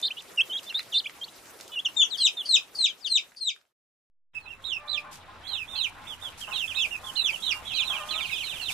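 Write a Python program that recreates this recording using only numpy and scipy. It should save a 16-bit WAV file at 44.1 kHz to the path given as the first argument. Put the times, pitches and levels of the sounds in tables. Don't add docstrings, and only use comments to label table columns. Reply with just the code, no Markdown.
import sys
import numpy as np
from scipy import signal
from scipy.io import wavfile
from scipy.ndimage import uniform_filter1d

SR = 44100
rng = np.random.default_rng(int(sys.argv[2]) if len(sys.argv) > 2 else 0)


def voltage_ratio(level):
    return 10 ** (np.asarray(level, float) / 20)


def master(y):
    cut = np.clip(np.atleast_2d(y).T, -1, 1)
    pcm = np.round(cut * 32767)
    wavfile.write(sys.argv[1], SR, pcm.astype(np.int16))


N = 384993
SPLICE_S = 4.0

# start_s, glide_length_s, from_hz, to_hz, level_db
TRILLS = [(.026, 0.033, 3586, 3650, -23), (.941, .037, 3540, 3613, -19.5)]
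WARBLES = [(.167, .018, 2760, 3000, -36)]
WHISTLES = [(.527, .041, 3215, 3270, -28)]
CLIMBS = [(.742, 0.056, 3300, 4210, -23.5)]
FLICKS = [(.104, 0.0024, 2350, 2420, -31), (.375, 0.028, 2970, 2558, -18), (.496, 0.026, 3140, 2990, -32.5),
          (.664, 0.023, 3600, 3500, -40), (1.756, 0.031, 2990, 2706, -27.5)]
LEAPS = [(1.056, 0.0067, 2630, 2196, -29), (1.212, 0.024, 3160, 3220, -31.5),
         (1.279, 0.0028, 2730, 2780, -44.5)]
DIPS = [(2.2, .034, 2750, 3350, -38), (0.93, .01, 2750, 3600, -30), (1.05, .009, 3600, 3200, -36)]
SCOOPS = [(1.848, 0.031, 3720, 2720, -21.5), (.69, 0.033, 3430, 2640, -34.5),
          (.918, 0.041, 4000, 2680, -31.5)]
CURLS = [(2.428, .036, 2850, 3350, -43), (1.04, .012, 2900, 3600, -38)]
SHOULDERS = [(2.184, .052, 3410, 2760, -30), (2.369, .055, 3740, 2800, -30.5)]
STEPS = [(3.005, 0.08, 5500, 2690, -27.5)]
SIGHS = [(2.012, 0.023, 3300, 2580, -16)]
CRIES = [(2.75, 0.1, 4620, 3663, -20), (3.065, .1, 4614, 3614, -21), (3.365, 0.12, 4590, 3623, -27)]
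FIRST_CRIES = [(2.175, 0.086, 4557, 3607, -17), (2.455, .098, 4635, 3588, -17)]
SWOOPS = [(2.098, .067, 5100, 2950, -29.5)]
PLAINTS = [(1.966, .066, 3720, 3380, -17)]
PURRS = [(1.716, 0.034, 3000, 2950, -39)]
HAZE = [(8.21, .07, 4500, 4400, -50), (8.24, .06, 4250, 4150, -50), (7.74, .04, 4400, 4300, -40),
        (.775, .03, 4200, 4550, -40)]
WHINES = [(2.87, 0.043, 3800, 3044, -29)]
# start_s, glide_length_s, from_hz, to_hz, level_db
BROKEN_ARCHES = [(7.152, .157, 4250, 2280, -25)]
HOOKS = [(6.525, 0.095, 3980, 2810, -29), (7.648, .075, 3470, 2700, -34)]
ARCHES = [(6.745, 0.1118, 3900, 2300, -25), (5.748, 0.122, 4320, 2300, -28)]
BOWS = [(4.875, 0.11, 4070, 2374, -28), (7.42, 0.11, 3926, 2234, -24.5), (7.731, .107, 4114, 2480, -25)]
FAR_ARCHES = [(4.385, 0.12, 4400, 3000, -58), (8.495, .088, 4000, 2480, -39)]
FAR_BOWS = [(5.435, 0.135, 3400, 2530, -39.5), (5.675, 0.14, 3680, 2520, -35.5),
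            (8.33, 0.11, 3640, 2200, -32)]
LEDGES = [(4.639, .098, 3900, 2690, -30), (5.466, .13, 4230, 2600, -31)]
PIPS = [(6.067, 0.075, 3650, 2880, -37), (6.212, 0.08, 3680, 2900, -36), (7.036, .068, 3540, 2950, -38),
        (6.906, .058, 2860, 2480, -32), (8.083, .068, 3580, 2240, -32), (6.674, .052, 3520, 2420, -32),
        (6.41, .04, 3320, 2680, -33), (6.533, .046, 3420, 2740, -31)]
RISES = [(4.455, .055, 2480, 2800, -43), (6.765, .042, 2540, 2700, -29), (6.74, .012, 2400, 3500, -36),
         (7.82, .05, 3800, 4100, -38), (8.705, .022, 3200, 3750, -36), (8.645, .035, 3500, 3480, -40)]
SLIDES = [(8.43, .11, 4300, 2350, -35), (8.612, .094, 4400, 2280, -31), (8.105, .105, 4180, 2300, -29)]
LOW_SCOOPS = [(6.507, .04, 3050, 2480, -32.5), (8.578, .075, 3350, 2620, -37),
              (8.304, .052, 2950, 2450, -30.5)]
CHIRPS = [(4.348, 0.04, 2650, 2560, -34), (4.505, .03, 2800, 2620, -41), (7.164, 0.045, 3000, 2680, -31),
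          (7.326, 0.04, 3130, 2700, -34.5), (7.385, 0.12, 3350, 2850, -41), (7.669, 0.025, 3890, 3600, -38),
          (7.75, 0.05, 3300, 2400, -30), (7.7, 0.03, 3550, 3180, -34), (7.868, 0.056, 3760, 3110, -29),
          (7.937, 0.048, 3350, 2600, -33), (8.0, .04, 3250, 2700, -40), (8.195, 0.058, 3780, 2800, -31),
          (8.272, 0.03, 3300, 2164, -37), (8.358, .034, 3150, 2480, -34), (8.458, .034, 3120, 2494, -39),
          (8.308, .045, 3900, 3250, -35)]
FADES = [(6.47, .03, 2500, 3300, -39.5), (5.755, .025, 2610, 2730, -35.5), (7.535, 0.07, 2830, 2780, -38),
         (7.927, 0.043, 2700, 2150, -28), (8.246, 0.032, 2720, 2230, -29), (6.7, .04, 3100, 2760, -48)]
# share_of_length, share_of_way_between_pitches, level_db
EVEN = [(0, 0.088, -6), (.4, 0.47, -3), (1, 0.96, -0.5)]
SWELL = [(0, 0, -26), (.3, .22, -24), (.38, .32, -8.5), (.6, .5, -7), (.8, .66, -5), (1, 0.96, 1.5)]
HUMP = [(0, 0, -13), (.5, 0.54, -2), (0.998, 1, -9)]
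DYING = [(0, 0, -3), (0.398, .45, -3), (1, 1, -18.5)]
EARLY_TOP = [(0, .6, -13), (.08, .12, -7), (.2, 0.014, -6), (.64, .33, -1.5), (1, 0.97, -1.5)]
LATE_TOP = [(0, .45, -15), (.1, 0.079, -8), (.36, 0.012, -6.5), (.7, .36, -2.5), (1, 0.99, -5)]
TALL_TOP = [(0, .85, -12), (.1, .15, -6), (.22, 0, -4), (.64, .45, -1), (1, 1, -4)]
ROUND_TOP = [(0, .12, -9.5), (.22, 0.025, -3.5), (1, 1, -0.5)]
STAIR = [(0, 0, -10), (.18, .4, 0), (.5, 0.42, -5), (1, 1, -10)]
SWOOP = [(0, 0, -30.5), (.2, .44, -5), (.6, .66, 1), (1, 1, -5)]
STEP_DOWN = [(0, 0.04, -30), (.47, .43, -18), (.57, .64, -1.5), (.75, .75, 0), (1, 1, -6)]
SHOULDER = [(0, 0.018, -2.5), (.75, .38, 0.5), (1, 1, -5.5)]
SCOOP = [(0, 0, -13), (.3, .55, -1), (.55, .85, 0.5), (1, 1, -11)]
SLIDE = [(0, 0, -7), (.2, .1, -5), (.65, .38, -3), (1, 1, -1)]
PLAINT = [(0, 0, -10), (.2, .25, -3), (.4, .45, -7), (.75, .75, 0), (1, 1, -5)]
BROKEN = [(0, .6, -13), (.09, 0, -7), (.32, .13, -2), (.47, .24, -7), (.53, .3, -20), (.6, .35, -2),
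          (.7, .45, 0), (.82, .7, -2), (1, 1, -4)]
CURL = [(0, .1, -6), (.5, 0, -2), (1, 1, 0)]
# time_after_glide_s, step_from_last_pitch_hz, level_db
FLICK_AND_DROP = [(.013, 748, -8), (.019, 497, -7.5), (0.029, -800, -9)]
FLICK = [(.013, 752, -1.5), (0.02, 595, -6)]
LEAP = [(.012, 1300, -6), (.018, 1050, -14)]
PLUNGE = [(.008, -450, -5.5), (.019, -1150, -8.5), (.034, -1450, -22)]
SHORT_PLUNGE = [(.008, -500, -5), (.017, -1030, -9.5), (.034, -1200, -24)]
HOOK = [(.02, -170, -2.5), (.045, -330, -11)]
STOP = [(.01, -46, -26)]
UPTURN = [(0.019, 39.7, -29)]
DROP = [(.012, -800, -13)]
LEDGE = [(.018, 30, -2), (.04, -150, -4), (.048, -200, -22)]
SAG = [(.008, -200, -9), (.02, -560, -15), (.032, -620, -28)]

TRILL, CRY, LATER, FALL = range(4)
# octave_partial_db, pitch_shiver_rad, send_to_boards_db
KINDS = [
    (-28.5, 0.062, -12),
    (-7.5, 0.15, 0),
    (-21.5, 0.24, -3.5),
    (-17, .08, -7),
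]
THIRD_DB = (-4.5, -26, -23, -21.5)
# pitch_hz, slope_hz_per_db
BEAK_HZ, BEAK_HZ_PER_DB = (3000, 2800, 3300, 3300), (80.0, 200.0, 61, 120.0)
OVERTONE_SPREAD_DB = (2.5, 1.2, 3.5, 1.5)
# delay_s, level_db
SLAPS = [(0.0036, -21.5), (.0065, -9.5), (.005, -9), (.004, -19)]
# calls, glide, ending, kind, left_minus_right_db, second_membrane_beat_depth
FLOCK = [
    (TRILLS, EVEN, FLICK_AND_DROP, TRILL, -1.4, 1.4), (WARBLES, EVEN, FLICK_AND_DROP, TRILL, -1.5, 1.3),
    (WHISTLES, EVEN, FLICK_AND_DROP, TRILL, -2, 0), (CLIMBS, STAIR, DROP, TRILL, -1, 0.32),
    (FLICKS, EVEN, FLICK, TRILL, -1.5, 0), (LEAPS, EVEN, LEAP, TRILL, -1.3, 0),
    (DIPS, HUMP, [], FALL, -1.6, 0), (SCOOPS, SCOOP, [], FALL, -1.6, 0),
    (CURLS, CURL, DROP, TRILL, -2, 0), (BROKEN_ARCHES, BROKEN, STOP, LATER, -16, .45),
    (SHOULDERS, SHOULDER, [], TRILL, -2.5, .3), (STEPS, STEP_DOWN, [], FALL, 12, 0),
    (SIGHS, DYING, [], FALL, -3.5, 0), (CRIES, SWELL, PLUNGE, CRY, 4.1, .6),
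    (FIRST_CRIES, SWELL, SHORT_PLUNGE, CRY, 5, .55), (SWOOPS, SWOOP, [], FALL, 13, 0),
    (PLAINTS, PLAINT, SAG, CRY, 9, 0), (PURRS, EVEN, STOP, TRILL, -2, 2.5),
    (HAZE, HUMP, [], LATER, -8, 1.8), (WHINES, HUMP, STOP, FALL, 8.1, 0),
    (HOOKS, EARLY_TOP, HOOK, LATER, -16, 0.71), (ARCHES, EARLY_TOP, STOP, LATER, -16, 0.51),
    (BOWS, LATE_TOP, STOP, LATER, -18, 0.9), (FAR_ARCHES, EARLY_TOP, STOP, LATER, -24, 0),
    (FAR_BOWS, LATE_TOP, STOP, LATER, -14.5, 0), (LEDGES, EARLY_TOP, LEDGE, LATER, -16.5, .64),
    (PIPS, TALL_TOP, STOP, LATER, -19, 0), (RISES, EVEN, STOP, LATER, -18, .3),
    (SLIDES, SLIDE, STOP, LATER, -16, .7), (LOW_SCOOPS, SCOOP, [], LATER, -20, 0),
    (CHIRPS, ROUND_TOP, UPTURN, LATER, -22, 0), (FADES, DYING, [], LATER, -23, 0)]

# start_s, peak_db, length_s
CLUCKS = [(4.44, -43, .05), (4.815, -41, 0.11), (5.04, -36.5, 0.11), (5.277, -37.5, 0.082),
          (5.503, -38.5, 0.071), (5.728, -38.5, 0.088), (5.947, -38.5, 0.16), (6.221, -38.5, 0.07),
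          (6.475, -31, 0.094), (6.74, -39.5, 0.064), (7.024, -37.5, 0.2), (7.548, -36, 0.093),
          (7.794, -39.5, 0.17), (7.895, -30.5, 0.16), (7.999, -36, 0.19), (8.138, -36, 0.15)]
# centre_hz, width_hz, level_db
THROAT = [(750, 320, 11.5), (1070, 165, 16.5), (1404, 450, 9.5)]
# start_s, peak_db
TICKS = [(0.404, -41.5), (0.556, -45), (0.7257, -41.5), (0.7934, -34.5), (1.0963, -39), (2.816, -47.5),
         (3.3196, -55), (3.3485, -56.5), (3.5624, -51.5), (3.613, -66), (3.653, -71)]
# start_s, peak_db
RUSTLES = [(0.6175, -56), (1.592, -57), (5.1091, -50), (6.3729, -47), (7.427, -55), (8.05, -56),
           (8.6827, -41.5)]
# start_s, peak_db
PECKS = [(0.0014, -34), (0.0154, -26.5), (0.2223, -34), (0.361, -34), (0.632, -33), (.642, -35),
         (.318, -38), (.282, -41), (0.8297, -32.5), (1.457, -37), (1.5907, -38), (1.6101, -26),
         (1.679, -29.5), (3.3104, -46), (3.6734, -69)]
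# start_s, peak_db
TOES = [(1.601, -32), (1.754, -38), (1.887, -37), (1.903, -38.5), (1.944, -43), (2.02, -39.5), (2.039, -33)]
# time_s, level_db
SAND = [(4.347, -70), (5.3, -66), (6.3, -57), (8.73, -54)]
# time_s, pitch_hz, level_db
CROWS = [
    [(4.54, 530, -71), (4.76, 545, -73), (4.8, 592, -62), (4.95, 593, -58.5), (5.12, 590, -62)],
    [(7.97, 657, -58), (8.02, 596, -52), (8.13, 622, -53.5), (8.22, 660, -51.5)],
]
CROW_DB = (0, 7, -4, -2)
# time_s, level_db
YARD = [
    [(0, -50), (2.3, -51), (2.9, -55), (3.3, -60), (3.55, -68), (3.72, -82.5)],
    [(4.345, -56), (4.75, -52.5), (5.4, -50.5), (8.73, -47)],
]
# frequency_hz, density_db_per_hz
AIR = [
    [(18, -40.5), (30, -10.5), (271, -2.5), (413, 0.5), (931, -1.5), (1790, -5), (5540, -8.5), (15800, -13)],
    [(18, -60), (30, -0.5), (566, -12), (645, -6.5), (1060, -7.5), (3540, -14), (3940, -22.5), (12800, -46),
     (15800, -58)],
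]
# frequency_hz, likeness
LIKENESS = [(40, 0.5), (85, 0.75), (500, .62), (5000, 0.49), (14000, 0.064)]


def rms_one(x):
    return x / np.sqrt(np.mean(x ** 2) + 1e-20)


def at_hz(points, hz):
    point_hz, values = np.transpose(points)
    return np.interp(np.log(hz), np.log(point_hz), values)


def drift(rate, size):
    step = max(int(SR / rate / 2), 1)
    knots = np.repeat(rng.standard_normal(size // step + 1), step)[:size]
    return np.sqrt(2) * uniform_filter1d(uniform_filter1d(knots, step), step)


def resonance(x, hz, width_hz):
    r = np.exp(-np.pi * width_hz / SR)
    poles = [1, -2 * r * np.cos(2 * np.pi * hz / SR), r * r]
    return signal.lfilter([(1 - r * r) / 2, 0, (r * r - 1) / 2], poles, x)


def steep_resonance(x, hz, width_hz):
    return resonance(resonance(x, hz, width_hz), hz, width_hz)


def add(out, s, sound, side_db):
    i = round(s * SR)
    gains = voltage_ratio(np.array([side_db, -side_db]) / 2)
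    gains = gains / np.sqrt(np.mean(gains ** 2))
    out[:, i:i + len(sound)] += np.outer(gains, sound[:N - i])


def glide(rows, edge_s, round_s):
    s, hz, db = np.transpose(rows)
    t = np.arange(s[0] - edge_s, s[-1] + edge_s, 1 / SR)
    pitch = uniform_filter1d(np.interp(t, s, hz), int(round_s * SR), mode="nearest")
    ends = np.clip(np.minimum(t - t[0], t[-1] - t) / (2 * edge_s), 0, 1) ** 2
    return t, 2 * np.pi * np.cumsum(pitch) / SR, np.sqrt(2) * voltage_ratio(np.interp(t, s, db)) * ends


def contour(call, way, ending):
    s, length, from_hz, to_hz, db = call
    rows = []
    for share, along, step_db in way:
        rows.append((s + share * length, from_hz + along * (to_hz - from_hz), db + step_db))
    for after, step_hz, step_db in ending:
        rows.append((s + length + after, to_hz + step_hz, db + step_db))
    return rows


def membrane_beat(t, phase, pitch, way, flutter):
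    beat_hz = 436 if t[0] < SPLICE_S else 321
    beat = 2 * np.pi * beat_hz * t + 2.0 * drift(59.97, len(t))
    sliding = (pitch.max() - pitch) * (2.4 if way is SWELL else t > t.mean())
    depth = flutter * voltage_ratio(-9.5) * np.clip(1.4 - sliding / 700, 0, 1)
    sidebands = np.sin(phase + beat) + 0.2 * np.sin(phase - beat) + 0.21 * np.sin(phase + 2 * beat)
    octave = np.sin(2 * phase + 2 * beat) + np.sin(2 * phase + 3 * beat)
    return depth * (sidebands + voltage_ratio(-27.0) * octave)


def strained_breath(t, level, call_db):
    rasp_hz, rasp_width_hz, rasp_s, rasp_db = 4740, 520, 0.012, -21
    age = (t - t[0]) / rasp_s
    puff = age * np.exp(1 - age) * voltage_ratio(rasp_db + call_db)
    high_puff = puff * voltage_ratio(-15)
    breath, air = rng.standard_normal((2, len(t)))
    rasp = rms_one(steep_resonance(breath, rasp_hz, rasp_width_hz)) * (puff + level * voltage_ratio(-37))
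    hiss = rms_one(steep_resonance(air, 5800, 1700)) * (level * voltage_ratio(-35) + high_puff)
    rasp_octave = rms_one(steep_resonance(air, 2 * rasp_hz, rasp_width_hz)) * high_puff
    return rasp + hiss + rasp_octave


def chick_call(call, way, ending, kind, flutter):
    octave_db, shiver, _ = KINDS[kind]
    t, phase, level = glide(contour(call, way, ending), edge_s=.004, round_s=.006)
    pitch = np.gradient(phase) * SR / (2 * np.pi)
    over_db = octave_db - np.clip(pitch - BEAK_HZ[kind], 0, None) / BEAK_HZ_PER_DB[kind]
    over_db = over_db + OVERTONE_SPREAD_DB[kind] * drift(45, len(t))
    if t[0] > SPLICE_S:
        over_db = over_db + .6 * (call[-1] + 28)
    phase = phase + shiver * drift(300, len(t))
    voice = np.sin(phase) + voltage_ratio(over_db) * np.sin(2 * phase)
    voice += voltage_ratio(over_db + THIRD_DB[kind]) * np.sin(3 * phase)
    voice += membrane_beat(t, phase, pitch, way, flutter)
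    voice *= level * voltage_ratio(10.0 * shiver * drift(119.2, len(t)))
    if way is SWELL:
        voice += strained_breath(t, level, call[-1])
    return t[0], voice


def crowd(count):
    chance = rng.uniform(-1, 1, (count, 4))
    s = np.linspace(7.62, 8.66, count) + .025 * chance[:, 0]
    top_hz = 3700 + 450 * chance[:, 1]
    length_s = .06 + .02 * chance[:, 2]
    return np.transpose([s, length_s, top_hz, .72 * top_hz, -51 + 3.5 * chance[:, 3]])


def chicks():
    out, send = np.zeros((2, 2, N))
    far_end = (crowd(count=34), EARLY_TOP, STOP, LATER, -10.0, .8)
    for calls, way, ending, kind, side_db, flutter in FLOCK + [far_end]:
        slap_s, slap_db = SLAPS[kind]
        send_db = KINDS[kind][2]
        for call in calls:
            s, voice = chick_call(call, way, ending, kind, flutter)
            add(out, s, voice, side_db)
            add(out, s + slap_s, voice * voltage_ratio(slap_db), side_db)
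            add(send, s, voice * voltage_ratio(send_db), 0)
    return out, send


def hen():
    out = np.zeros((2, N))
    for s, db, length in CLUCKS:
        t = np.arange(0, 1.3 * length, 1 / SR)
        cycles = np.cumsum(208.0 * (1 + 0.024 * drift(39, len(t)))) / SR
        pulses = np.diff(np.floor(cycles), prepend=0)
        source = pulses + 0.07 * rng.standard_normal(len(t))
        voice = np.zeros(len(t))
        for k, (hz, width_hz, gain_db) in enumerate(THROAT):
            voice += (-1) ** k * voltage_ratio(gain_db) * steep_resonance(source, hz, width_hz)
        shape = np.minimum(t / 0.0027, 1) * np.exp(-(t / length) ** 2 * 1.37)
        add(out, s, rms_one(voice) * shape * voltage_ratio(db - 11.0), 1.5)
    return out


def feet():
    out = np.zeros((2, N))
    for s, db in TICKS:
        t = np.arange(0, .02, 1 / SR)
        knock = rng.standard_normal(len(t)) * np.exp(-t / .0012)
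        knock = resonance(resonance(knock, 1470, 1800), 2200, 3200) + 0.13 * resonance(knock, 5000, 6000)
        add(out, s, knock / np.abs(knock).max() * voltage_ratio(db + 11.0), -1.5)
    for s, db in RUSTLES:
        t = np.arange(0, .1, 1 / SR)
        grit = rng.standard_normal((2, len(t))) * voltage_ratio(3.4 * drift(700, len(t)))
        shape = np.sin(np.pi * np.sqrt(t / t[-1])) ** 2
        hiss = rms_one(resonance(grit, 3600, 8500)) * shape * voltage_ratio(db + 3.5)
        i = round(s * SR)
        out[:, i:i + len(t)] += hiss[:, :N - i]
    return out


def grit_ticks():
    out, t = np.zeros((2, N)), np.arange(0, .015, 1 / SR)
    for rows, hz, width_hz, decay_s in [(PECKS, 5000, 4500, .0015), (TOES, 800, 1200, .002)]:
        for s, db in rows:
            tick = resonance(rng.standard_normal(len(t)) * np.exp(-t / decay_s), hz, width_hz)
            add(out, s, tick / np.abs(tick).max() * voltage_ratio(db - 3.0), -1.5)
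    return out


def wooden_run(x):
    near_t60_s, far_t60_s, far_db = 0.12, .19, -8
    t = np.arange(int(far_t60_s * SR)) / SR
    decay = voltage_ratio(-60 * t / near_t60_s) + voltage_ratio(far_db - 60 * t / far_t60_s)
    tail = rng.standard_normal((2, len(t))) * decay * np.clip(t / 0.0015 - .5, 0, 1)
    tail = signal.lfilter([1], [1, -.45], tail)
    tail /= np.sqrt(np.sum(tail ** 2, axis=1, keepdims=True))
    return signal.fftconvolve(x, tail, axes=1)[:, :N]


def sand(peeps):
    calling = uniform_filter1d(np.sum(peeps ** 2, axis=0), int(.06 * SR))
    gate = voltage_ratio(9.3 * np.clip(np.sqrt(np.abs(calling)) / voltage_ratio(-37.0), 0, 1) - 4.0)
    s, db = np.transpose(SAND)
    grit = rng.standard_normal((2, N)) * voltage_ratio(1.8 * drift(440, N) + 1.3 * drift(7.3, N))
    level = voltage_ratio(np.interp(np.arange(N) / SR, s, db + 1.0, left=-200))
    return rms_one(resonance(grit, 6730, 8700)) * level * gate * voltage_ratio(np.array([[-1.5], [1.5]]))


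def far_cock():
    out = np.zeros((2, N))
    for rows in CROWS:
        t, phase, level = glide(rows, edge_s=0.027, round_s=0.025)
        phase += 0.15 * drift(90, len(t))
        voice = sum(voltage_ratio(db) * np.sin((k + 1) * phase) for k, db in enumerate(CROW_DB))
        add(out, t[0], voice * level * voltage_ratio(2.4 * drift(30.3, len(t))), -2.5)
    return out


def yard():
    t = np.arange(N) / SR
    bands, together = [0, 0], drift(9, N)
    edges = 22 * 2 ** np.arange(0, 9.6, .5)
    white = rng.standard_normal((2, 2, N))
    for k, (low, high) in enumerate(zip(edges, edges[1:])):
        band_pass = signal.butter(2, [low, high], "band", fs=SR, output="sos")
        mid, side = signal.sosfilt(band_pass, white[k % 2])
        hz = np.sqrt(low * high)
        alike = np.clip(at_hz(LIKENESS, hz), 0, 1)
        band = np.sqrt(1 + alike) * mid + np.sqrt(1 - alike) * side * [[1], [-1]]
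        band = band * voltage_ratio(1.2 * together + 2.5 * drift(31, N))
        bands = [bands[take] + voltage_ratio(at_hz(AIR[take], hz)) * band for take in range(2)]
    out, edge_s = np.zeros((2, N)), .012
    for rows, noise in zip(YARD, bands):
        s, db = np.transpose(rows)
        fade = np.clip(np.minimum(t - s[0] + edge_s, s[-1] + edge_s - t) / edge_s, 0, 1)
        out += rms_one(noise) * voltage_ratio(np.interp(t, s, db)) * fade
    return out


def drone():
    hum = rms_one(steep_resonance(rng.standard_normal(N), 86.4, 19))
    return hum * voltage_ratio(-64.5) * np.clip((np.arange(N) / SR - 4.345) / .012, 0, 1)


def scene():
    peeps, send = chicks()
    near = hen() + feet() + grit_ticks()
    boards = voltage_ratio(-6.5) * wooden_run(send + near)
    return peeps + near + boards + sand(peeps) + far_cock() + yard() + drone()


def masked(x):
    from_hz, band_hz, slope_db_per_khz, deepest_db = 3900, 350, 5.5, -48.0
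    hz, s, spectra = signal.stft(x, SR, nperseg=2048)
    second = s > SPLICE_S
    band = (hz // band_hz).astype(int)
    starts = np.flatnonzero(np.diff(band, prepend=-1))
    peaks = np.maximum.reduceat(np.abs(spectra).max(axis=0), starts, axis=0)
    slope = voltage_ratio(slope_db_per_khz * hz[starts, None] / 1000)
    hidden = voltage_ratio(-27.5 + 4.0 * second) * np.maximum.accumulate(peaks * slope, axis=0) / slope
    heard = peaks > np.maximum(hidden, voltage_ratio(deepest_db) * peaks.max(axis=0))
    kept = heard[band] | (hz < from_hz)[:, None]
    chance = rng.random((len(starts), kept.shape[1] // 2 + 1))
    chance = np.repeat(chance, 2, axis=1)[band, :kept.shape[1]]
    lost_per_khz = np.where(second, .09, .03)
    kept &= chance > lost_per_khz * np.clip(hz - 10500, 0, None)[:, None] / 1000
    return signal.istft(spectra * kept, SR, nperseg=2048)[1][:, :N]


def band_limit(x):
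    return signal.sosfilt(signal.butter(12, 16110, fs=SR, output="sos"), x)


def record(dry):
    top_cut = signal.cheby2(10, 50, 16050, fs=SR, output="sos")
    offset = voltage_ratio(-64.5) * (np.arange(N) > 4.1 * SR)
    mix = masked(signal.sosfilt(top_cut, dry)) + offset
    return band_limit(mix)


dry = scene()
out = record(dry)
master(out)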